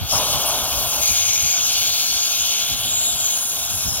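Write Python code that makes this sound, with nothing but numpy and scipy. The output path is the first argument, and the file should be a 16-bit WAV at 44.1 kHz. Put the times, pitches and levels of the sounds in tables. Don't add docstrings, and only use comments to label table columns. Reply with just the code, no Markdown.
import sys
import numpy as np
from scipy import signal
from scipy.fft import rfft, irfft, next_fast_len
from scipy.io import wavfile
from scipy.ndimage import uniform_filter1d, map_coordinates

SR = 44100
rng = np.random.default_rng(int(sys.argv[2]) if len(sys.argv) > 2 else 0)


def transcribe(signal):
    frames = np.atleast_2d(signal).T
    limited = np.clip(frames, -1, 1)
    pcm = np.round(limited * 32767).astype(np.int16)
    wavfile.write(sys.argv[1], SR, pcm)


N = 176400
TIME = np.arange(N) / SR


def amp(db):
    return 10 ** (np.asarray(db) / 20)


def unit(x):
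    return x / np.sqrt(np.mean(x ** 2) + 1e-20)


def along(points, hz):
    freqs, values = np.transpose(points)
    return np.interp(np.log(hz + 1), np.log(freqs + 1), values)


def curves(rows):
    times, *columns = np.transpose(rows)
    return [np.interp(TIME, times, column) for column in columns]


def wobble(rate_hz):
    return map_coordinates(rng.standard_normal(N // 8), [TIME * rate_hz])


def filtered(x, response):
    size = next_fast_len(N + 8192)
    return irfft(rfft(x, size) * response(np.fft.rfftfreq(size, 1 / SR)), size)[..., :N]


def rush(spectrum, patchy_db=1.28):
    bins = signal.stft(rng.standard_normal((2, N)), nperseg=512)[2]
    patches = uniform_filter1d(rng.standard_normal(bins.shape[1:]), size=8, axis=0)
    patches = uniform_filter1d(patches, size=14, axis=1)
    pair = signal.istft(bins * amp(patchy_db * unit(patches)), nperseg=512)[1][:, :N]
    return unit(filtered(pair, lambda hz: amp(along(spectrum, hz))))


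# f/Hz, early level/dB, late level/dB
JET_COLOUR = [(1750, -36, -36), (2250, -12.5, -15), (2800, -7.3, -9.5), (3300, -3.1, -4.2),
              (3900, -4.4, -3.5), (4400, -3.0, -5.0), (5200, -7.2, -10.2), (6300, 0.0, -2.0),
              (7150, -4.5, -0.8), (7700, -13.5, -10.9), (8200, -18.2, -17.3), (9000, -13.2, -11.6),
              (10200, -8.2, -6.6), (11550, -16.3, -9.6), (12800, -7.0, -11.3), (14000, -12.4, -10.5),
              (15600, -11.8, -11.7)]
CROSSOVERS = [4700, 7800, 11500]
# t/s, low level/dB, middle level/dB, high level/dB, top level/dB
HISS_FADERS = [(0, -29.5, -35.2, -32.7, -32.4), (0.07, -24.7, -29.4, -30.5, -26.8),
               (0.12, -20, -17.8, -15.8, -20.4), (0.33, -20.2, -21.3, -18.0, -19.3),
               (0.58, -22.6, -22.3, -19.5, -19.6), (0.99, -22.6, -20.8, -18.8, -18.3),
               (1.04, -19.2, -16.5, -16, -17.4), (1.22, -18.9, -18.8, -20.4, -21.4),
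               (1.62, -20.4, -18.2, -23.1, -21.8), (1.82, -17.6, -19.2, -20.3, -19.2),
               (2.2, -21.3, -20.4, -22.2, -21.8), (2.58, -18.8, -19.6, -21.8, -21),
               (2.85, -20.8, -23.8, -23.0, -23.0), (3.3, -21.8, -22, -23.5, -22.0),
               (3.42, -25, -22.5, -20.1, -22.2), (4, -24.4, -23.5, -24.0, -23.2)]


def hiss(shift_at_s=2.72, shift_lasts_s=.2, sputter_hz=261, flutter_hz=45.06):
    early = rush([(hz, db) for hz, db, _ in JET_COLOUR])
    late = rush([(hz, db) for hz, _, db in JET_COLOUR])
    crossfade = np.clip((TIME - shift_at_s) / shift_lasts_s + .5, 0, 1)
    jet = np.sqrt(1 - crossfade) * early + np.sqrt(crossfade) * late
    sputter_db = .6 * wobble(sputter_hz) + .5 * wobble(flutter_hz)
    edges = [0, *CROSSOVERS, SR]
    out = np.zeros((2, N))
    for low, high, db in zip(edges, edges[1:], curves(HISS_FADERS)):
        band = filtered(jet, lambda hz: (hz >= low) & (hz < high))
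        out += band * amp(db + .99 * wobble(flutter_hz))
    return amp(sputter_db) * out


# f/Hz, level/dB
ROAR_COLOUR = [(120, -15.5), (230, -6), (400, -10.5), (560, -7), (700, 3), (900, -4.5), (1300, -5),
               (1500, -2), (1850, -16), (4400, -32)]


def roar():
    return amp(-38.5) * rush(ROAR_COLOUR)


# t/s, level/dB
BREEZE_FADER = [(0, -35.5), (1.3, -40), (2.5, -46), (2.9, -38.5), (3.4, -50), (3.8, -38)]
# f/Hz, level/dB
WIND_COLOUR = [(15, -29), (30, -12), (45, -4.5), (70, -1), (120, -5.5), (260, -19.5), (1200, -58)]


def breeze(lumps_hz=25.2):
    rumble = unit(rush(WIND_COLOUR) * amp(-wobble(lumps_hz)))
    return amp(curves(BREEZE_FADER)[0]) * rumble


# t/s, level/dB
PUFF_HITS = [(.035, -23.5), (.16, -27), (.365, -28.5), (.77, -31), (1.11, -30), (1.45, -32), (2.72, -31),
             (2.86, -36), (3.15, -34.5), (3.87, -27.5), (3.93, -31)]


def puffs(half_width_s=.025):
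    eddies = rush(WIND_COLOUR)
    out = np.zeros((2, N))
    for peak_s, db in PUFF_HITS:
        swell = np.exp(-((TIME - peak_s) / half_width_s) ** 2)
        swell_rms = np.sqrt(np.mean(swell ** 2))
        out += amp(db) * swell_rms * unit(swell * eddies)
    return out


# t/s, level/dB
GUSH_FADER = [(0.09, -55), (0.135, -24.5), (0.34, -30), (0.55, -30), (1.0, -33), (1.4, -58)]
# f/Hz, level/dB
GUSH_COLOUR = [(150, -13), (480, -9), (600, 3), (1130, -2), (1900, -20), (4000, -50)]


def gush():
    return amp(curves(GUSH_FADER)[0]) * rush(GUSH_COLOUR)


def singing_gap(pitch_hz, width_hz, waver_hz=35, waver_share=.006, waver_db=1.2):
    lowpass = signal.butter(2, width_hz / 2, fs=SR, output="sos")
    roughness = signal.sosfilt(lowpass, rng.standard_normal((2, 2, N)))
    flow = wobble(waver_hz)
    phase = 2 * np.pi * np.cumsum(pitch_hz * (1 + waver_share * flow)) / SR
    tone = roughness[0] * np.cos(phase) + roughness[1] * np.sin(phase)
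    return unit(amp(waver_db * flow) * tone)


# start t/s, end t/s, f/Hz, width/Hz, level/dB
WHISTLE_CUES = [(.10, .19, 5450, 700, -22.5), (.12, 1.0, 3280, 350, -35.5), (.46, .505, 9800, 800, -26.5),
                (1.02, 1.70, 6400, 500, -22.4), (1.02, 1.58, 2350, 300, -36),
                (1.72, 2.28, 4400, 500, -27.8), (1.72, 2.65, 6650, 650, -29), (2.36, 2.92, 3280, 600, -31),
                (2.88, 3.10, 7000, 700, -24.5), (3.03, 3.13, 11000, 450, -30.5),
                (3.22, 3.40, 6620, 650, -23), (3.32, 3.52, 9900, 1200, -31.5),
                (3.72, 3.86, 11100, 500, -31.5)]


def held_whistles(fade_s=.02):
    out = np.zeros((2, N))
    for start, end, hz, width_hz, db in WHISTLE_CUES:
        gate = np.clip(np.minimum(TIME - start, end - TIME) / fade_s + .5, 0, 1)
        out += amp(db) * gate * singing_gap(hz, width_hz)
    return out


# t/s, f/Hz, level/dB
HIGH_GLIDE = [(2.78, 7200, -60), (2.86, 7270, -30), (3.07, 7400, -23.3), (3.28, 7300, -28),
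              (3.43, 7180, -38), (3.74, 7020, -34), (4, 6680, -36)]
LOW_GLIDE = [(3.01, 3620, -42), (3.08, 3720, -27.5), (3.18, 3350, -39), (3.35, 3000, -35),
             (3.44, 2950, -65)]
MID_GLIDE = [(3.66, 5750, -42), (3.88, 5450, -28.5), (4, 5420, -29.5)]


def sinking_whistles():
    out = np.zeros((2, N))
    for glide, width_hz in (HIGH_GLIDE, 230), (LOW_GLIDE, 230), (MID_GLIDE, 140):
        hz, db = curves(glide)
        gate = TIME > glide[0][0]
        out += amp(db) * gate * singing_gap(hz, width_hz)
    return out


# f/Hz, coherence/0-1
PORT_COHERENCE = [(1400, 0.97), (1900, 0.65), (2500, 0.88), (6800, 0.91), (8400, 0.55), (10200, 0.85),
                  (12800, 0.72), (14200, 0.3)]
# f/Hz, level/dB
PORT_BALANCE = [(400, 1.9), (800, 3), (1400, -0.5), (2100, 6.5), (3000, 1.5), (3500, -2), (4400, 0.5),
                (5400, 5.5), (7100, 1), (8000, 0.5), (9500, 2), (15500, 1.5)]
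# f/Hz, phase/rad
LEFT_LEAD = [(1200, 0.25), (1900, 1.1), (3200, 0.9), (4000, 2.4), (6000, 2.9), (7000, 3.8), (8400, 2.8),
             (11000, 6.9), (12800, 6.1), (15200, 8.1)]


def ports(pair):
    def split(hz):
        angle = np.arccos(np.clip(along(PORT_COHERENCE, hz), 0, 1)) / 2
        return np.array([np.cos(angle), np.sin(angle)])

    def pan(hz):
        sides = np.array([[.5], [-.5]])
        return amp(sides * along(PORT_BALANCE, hz)) * np.exp(1j * sides * along(LEFT_LEAD, hz))

    direct, scattered = filtered(pair, split)
    return filtered(np.array([direct + scattered, direct - scattered]), pan)


def scene():
    vent = hiss() + held_whistles() + sinking_whistles() + roar() + gush()
    wind = puffs() + breeze()
    return ports(vent) + wind * amp([[-1], [1]])


def record(dry, top_hz=15800):
    return filtered(dry, lambda hz: hz < top_hz)


dry = scene()
out = record(dry)
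transcribe(out)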